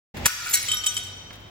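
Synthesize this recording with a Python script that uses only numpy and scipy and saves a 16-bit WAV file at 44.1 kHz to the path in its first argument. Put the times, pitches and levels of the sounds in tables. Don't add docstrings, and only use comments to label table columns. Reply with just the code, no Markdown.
import sys
import numpy as np
from scipy import signal
from scipy.fft import rfft, irfft
from scipy.io import wavfile

SR = 44100
rng = np.random.default_rng(int(sys.argv[2]) if len(sys.argv) > 2 else 0)


def digitize_waveform(pressure):
    field = np.atleast_2d(pressure).T
    bounded = np.clip(field, -1, 1)
    quanta = np.round(bounded * 32767).astype(np.int16)
    wavfile.write(sys.argv[1], SR, quanta)


N = 66150

# t/s, level/dB
AIR_LEVEL = [(.14, -37), (.2, -33), (.24, -31.5), (.265, -34), (.29, -62), (.33, -93)]
# t/s, level/dB
RUMBLE_LEVEL = [(.25, -47.5), (.3, -54), (.47, -49.5), (.56, -47.5), (1.0, -45), (1.25, -46), (1.5, -45.5)]
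# f/Hz, relative level/dB
AIR_SPECTRUM = [(20, -15), (58, 0.5), (110, -3.5), (200, -7), (400, -12.5), (850, -12.5), (1300, -24),
                (2100, -17), (4000, -27.5), (7500, -34), (10000, -50.5), (16000, -35.5)]
RUMBLE_SPECTRUM = [(20, -31), (38, -17), (52, 1.5), (76, -10.5), (99, 7), (120, -6.5), (250, -11),
                   (500, -13), (1000, -15), (2800, -22.5), (5000, -31), (8000, -40.5), (10000, -58),
                   (16000, -32)]
SCUFF_SPECTRUM = [(200, -8), (800, -9.5), (1700, 2), (4000, -5), (8000, -12.5), (16000, -13.5)]
CRACK_SPECTRUM = [(60, -8.5), (250, -6.5), (760, -14), (1030, 1.5), (1550, 6.5), (2600, 3), (4500, -1.5),
                  (8000, 3.5), (12000, -3), (16000, -15)]
CLICK_SPECTRUM = [(100, -24.5), (800, -15.5), (1500, -11.5), (2300, 1.5), (4000, -2), (8000, 5.5),
                  (12000, -12), (16000, -11)]
# t/s, level/dB, t60/s, tilt/(dB/oct)
SCUFF_BURSTS = [(0.169, -35, 0.097, 0.5), (1.306, -38.5, 0.048, -6), (1.33, -42, .06, 0),
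                (1.338, -45.5, .06, -1.5), (1.355, -48, 0.054, 1.5), (1.402, -54, .05, 7)]
CRACK_BURSTS = [(.2578, -6.5, 0.019, 4.8), (0.2595, -12, 0.025, -2.5), (.2618, -10, 0.029, 2.5),
                (0.2639, -10.5, 0.027, -2.5), (0.268, -20, 0.064, 13)]
# t/s, level/dB
SPLINTER_LEVEL = [(.262, -63), (.272, -30.5), (.31, -48), (.38, -48.5), (.48, -31.5), (.55, -32),
                  (.62, -37), (.68, -33), (.8, -45.5), (.95, -43.5), (1.05, -49), (1.2, -64.5),
                  (1.5, -68.5)]
# f/Hz, relative level/dB, base t60/s
PLATE_MODES = [(1270, -41.5, 1), (1398, -33, 0.21), (1490, -36.5, 1), (1725, -44, 0.17), (2314, -40, 0.627),
               (3190, -62.5, .9), (4177, -43, .4), (5905, -49.5, .5), (7149, -58, .4)]
PIECE_MODES = [(1528, -30.5, 0.33), (1873, -33.5, 0.27), (2191, -30.5, 0.36), (2869, -43, 0.98),
               (3947, -28.5, 0.34), (4450, -24.5, 0.31), (5626, -26.5, 0.26), (6540, -22.5, 0.26),
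               (7520, -30.5, .1), (7740, -22.5, 0.21), (8400, -13, 0.056), (10250, -19.5, 0.049),
               (10968, -24.5, 0.066), (12193, -19, 0.046), (14410, -26, 0.14)]
SHARD_MODES = [(1235.6, -43, 0.52), (1487, -49, 0.74), (3082, -17.5, 0.12), (3124, -25.5, 0.18),
               (3304, -38, 0.89), (3720, -28, 0.44), (5460, -38, 0.17), (5650, -30, 0.19),
               (6745, -36.5, 0.26), (7655, -17.5, 0.08), (8425, -43, 0.057), (10140, -26.5, 0.09),
               (11499, -44.5, 0.3), (14980, -38, 0.08)]
# t/s, ring gain/dB, tilt/(dB/oct), t60 factor, click level/dB
PLATE_LANDINGS = [(0.2652, -14, 3, 0.91, -57), (.282, -5.5, -4.5, 0.37, -33), (.403, -9, -3.5, 0.96, -31.5),
                  (0.461, -0.5, -1, 0.55, -38)]
PIECE_LANDINGS = [(.5305, -17, 10, 0.24, -32), (.5338, -7.5, 3.5, 0.8, -24), (0.5382, -5.5, 0.5, 0.54, -16),
                  (.5413, 0, 2.5, 0.74, -17.5), (.5453, -7, 7, 0.39, -27), (.5545, -2.5, 1, 0.68, -27),
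                  (.573, -10.5, 3.5, 0.37, -21.5)]
SHARD_LANDINGS = [(.6858, -7, -4, 1.44, -25), (0.7163, -1, -0.5, 1.29, -25.5), (0.7345, -8, -7.5, 0.4, -32),
                  (.770, -16.5, 4, 1.4, -40), (.8375, -15, -7.5, 0.8, -32.5),
                  (0.8429, -15.5, -6.5, 1.03, -28), (0.862, -8.5, 2, 1.35, -19), (.8664, 3, 2, 0.63, -19.5),
                  (0.8722, -12, 4.5, 1.4, -28), (.8925, -22.5, -11.5, 0.86, -29.5),
                  (0.944, -26, 13.5, 1.2, -46), (.9672, -4, -0.5, 0.56, -24),
                  (0.9765, -14.5, 5.5, .8, -21.5), (1.036, -26, 10.5, 0.86, -48),
                  (1.068, -21, -3.5, 1.04, -69), (1.167, -28.5, -4, 0.65, -63)]
# t/s, f/Hz, level/dB, t60/s
CHIP_LANDINGS = [(0.494, 15000, -25.5, .06), (0.499, 9860, -28, .07), (.510, 11840, -23.5, 0.062),
                 (0.5171, 7380, -22, 0.032), (.602, 5170, -32, 0.12), (.627, 9680, -28, 0.07),
                 (.628, 11200, -31.5, 0.043), (0.7439, 11540, -26, 0.063), (.745, 14050, -30, .08),
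                 (0.77, 5674, -23, 0.13), (0.8517, 11400, -36, 0.07), (0.8674, 8480, -22.5, 0.14),
                 (0.8836, 5970, -21, .1), (.9422, 11440, -37.5, .13), (0.978, 8425, -29.5, 0.15)]
# f/Hz, phase/rad
LEFT_PHASE = [(0, 0.5), (950, 1), (3100, 1.4), (4450, 0.45), (5500, -1.36), (7250, -7), (16000, -19.5)]
# f/Hz, t60/s
TAIL_DECAY = [(150, 11), (600, 3.3), (1400, 1.46), (3200, 1.87), (7000, 1.0), (11000, 0.7), (16000, 0.3)]
# f/Hz, level/dB
TAIL_SPECTRUM = [(150, -28), (850, -11), (1400, -5), (3200, -4), (5500, -2), (8000, -14), (11000, -13),
                 (16000, -8)]
# f/Hz, power share/1
TAIL_FOCUS = [(1500, 0.06), (5000, 0.08), (9000, 0.8)]
# f/Hz, level/dB
MIC_BALANCE = [(200, -1), (1000, 1.5), (3000, 0.5), (7000, 2.2), (10000, -.5), (15000, 0)]

CLICK_T60_S = 0.021
TIME_S, BINS_HZ = np.arange(N) / SR, np.fft.rfftfreq(N, 1 / SR)


def amp(db):
    return 10 ** (np.asarray(db) / 20)


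def unit_rms(x):
    return x / np.sqrt(np.mean(x ** 2) + 1e-20)


def at_hz(table, hz):
    table_hz, value = np.transpose(table)
    return np.interp(np.log(hz + 1), np.log(table_hz), value)


def envelope(table):
    return amp(np.interp(TIME_S, *np.transpose(table)))


def add(mix, start_s, sound):
    part = mix[round(start_s * SR):][:len(sound)]
    part += sound[:len(part)]


def noise(spectrum, size, tilt_db_oct=0):
    hz = np.fft.rfftfreq(size, 1 / SR)
    gain = amp(at_hz(spectrum, hz) + tilt_db_oct * np.log2(1 + hz / 1000))
    return unit_rms(irfft(gain * np.exp(2j * np.pi * rng.random(len(hz))), size))


def air_noise(spectrum, mono_below_hz=420):
    mid, side = rfft(noise(spectrum, N)), rfft(noise(spectrum, N))
    width_rad = np.pi / 4 * BINS_HZ / np.hypot(BINS_HZ, mono_below_hz)
    return irfft(mid * np.cos(width_rad) + np.outer([1, -1], side * np.sin(width_rad)), N)


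def rumble():
    return envelope(RUMBLE_LEVEL) * air_noise(RUMBLE_SPECTRUM)


def air_rush():
    return envelope(AIR_LEVEL) * air_noise(AIR_SPECTRUM)


def burst(spectrum, db, t60_s, tilt_db_oct=0):
    t = np.arange(SR // 8) / SR
    return noise(spectrum, len(t), tilt_db_oct) * amp(db - 60 * t / t60_s)


def scuffs():
    out = np.zeros(N)
    for start_s, db, t60_s, tilt_db_oct in SCUFF_BURSTS:
        add(out, start_s, burst(SCUFF_SPECTRUM, db, t60_s, tilt_db_oct))
    return out


def crash():
    out = np.zeros(N)
    scrape = burst(CLICK_SPECTRUM, db=-22, t60_s=0.037, tilt_db_oct=-9)[::-1]
    add(out, CRACK_BURSTS[0][0] - len(scrape) / SR, scrape)
    for start_s, db, t60_s, tilt_db_oct in CRACK_BURSTS:
        add(out, start_s, burst(CRACK_SPECTRUM, db, t60_s, tilt_db_oct))
    return out


def splinters(count=40, taps_per_s=1400, t60_s=0.018, tilt_db_oct=-2, spread_db=2):
    t, out = np.arange(SR // 8) / SR, np.zeros(N)
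    for hz in np.geomspace(2000, 15000, count) * rng.uniform(.98, 1.02, count):
        note = np.sin(2 * np.pi * hz * t) * amp(tilt_db_oct * np.log2(hz / 5000) - 60 * t / t60_s)
        taps = rng.random(N) < taps_per_s / count / SR
        strength = amp(spread_db * np.minimum(rng.exponential(1, N), 3))
        grit = 0.92 * burst(CLICK_SPECTRUM, db=0, t60_s=.008)
        out += signal.oaconvolve(taps * strength, note + grit)[:N]
    return unit_rms(out) * envelope(SPLINTER_LEVEL) * (TIME_S > CRACK_BURSTS[0][0])


def ring(modes, db=0, tilt_db_oct=0, t60_factor=1, detune=0.0023):
    t, out = np.arange(SR) / SR, np.zeros(SR)
    for hz, mode_db, t60_s in modes:
        cycles = hz * (1 + detune * rng.uniform(-1.124, 1)) * t + rng.random()
        onset_db = db + mode_db + tilt_db_oct * np.log2(hz / 5000)
        out += amp(onset_db - 60 * t / (t60_s * t60_factor)) * np.sin(2 * np.pi * cycles)
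    return out


def bounces(modes, landings):
    out = np.zeros(N)
    for start_s, ring_db, tilt_db_oct, t60_factor, click_db in landings:
        add(out, start_s, ring(modes, ring_db, tilt_db_oct, t60_factor))
        add(out, start_s, burst(CLICK_SPECTRUM, click_db, CLICK_T60_S))
    return out


def chips(click_offset_db=-11.5):
    out = np.zeros(N)
    for start_s, hz, db, t60_s in CHIP_LANDINGS:
        add(out, start_s, ring([(hz, db, t60_s)]))
        add(out, start_s, burst(CLICK_SPECTRUM, db + click_offset_db, CLICK_T60_S))
    return out


def from_right(x):
    lead_rad = np.interp(BINS_HZ, *np.transpose(LEFT_PHASE))
    return irfft(rfft(x) * np.exp(.5j * np.outer([1, -1], lead_rad)), N)


def room(x, onset_s=0.004):
    hz, t, diffuse = signal.stft(rng.standard_normal((2, N)), SR, nperseg=256)
    aimed = signal.stft(from_right(rng.standard_normal(N)), SR, nperseg=256)[2]
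    hz = hz[:, None]
    focus, t60_s = at_hz(TAIL_FOCUS, hz), at_hz(TAIL_DECAY, hz)
    field = np.sqrt(1 - focus) * diffuse + np.sqrt(focus) * aimed
    decay = amp(at_hz(TAIL_SPECTRUM, hz) - 60 * t / t60_s)
    energy_norm = np.sqrt(2 * np.log(1000) / t60_s / SR)
    tail = signal.istft(field * decay * energy_norm, SR, nperseg=256)[1][:, :N]
    tail *= np.minimum(TIME_S / onset_s, 1)
    return signal.fftconvolve(x[None], tail, axes=1)[:, :N]


def scene(shard_send_db=-4):
    floor_sounds = crash() + bounces(PLATE_MODES, PLATE_LANDINGS) + bounces(PIECE_MODES, PIECE_LANDINGS)
    floor_sounds += chips() + splinters() + scuffs()
    shard = bounces(SHARD_MODES, SHARD_LANDINGS)
    background = air_rush() + rumble()
    reverb = room(floor_sounds + amp(shard_send_db) * shard)
    return from_right(floor_sounds + shard) + reverb + background


def record(dry, start_s=.14, fade_s=0.0077, cutoff_hz=16000):
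    left_db = at_hz(MIC_BALANCE, BINS_HZ) / 2
    balanced = irfft(rfft(dry) * amp([left_db, -left_db]), N)
    fade_in = np.clip((TIME_S - start_s) / fade_s, 0, 1)
    lowpass = signal.firwin(511, cutoff_hz, window=("kaiser", 9), fs=SR)
    return signal.oaconvolve(np.clip(balanced * fade_in, -1, 1), lowpass[None], "same")


dry = scene()
out = record(dry)
digitize_waveform(out)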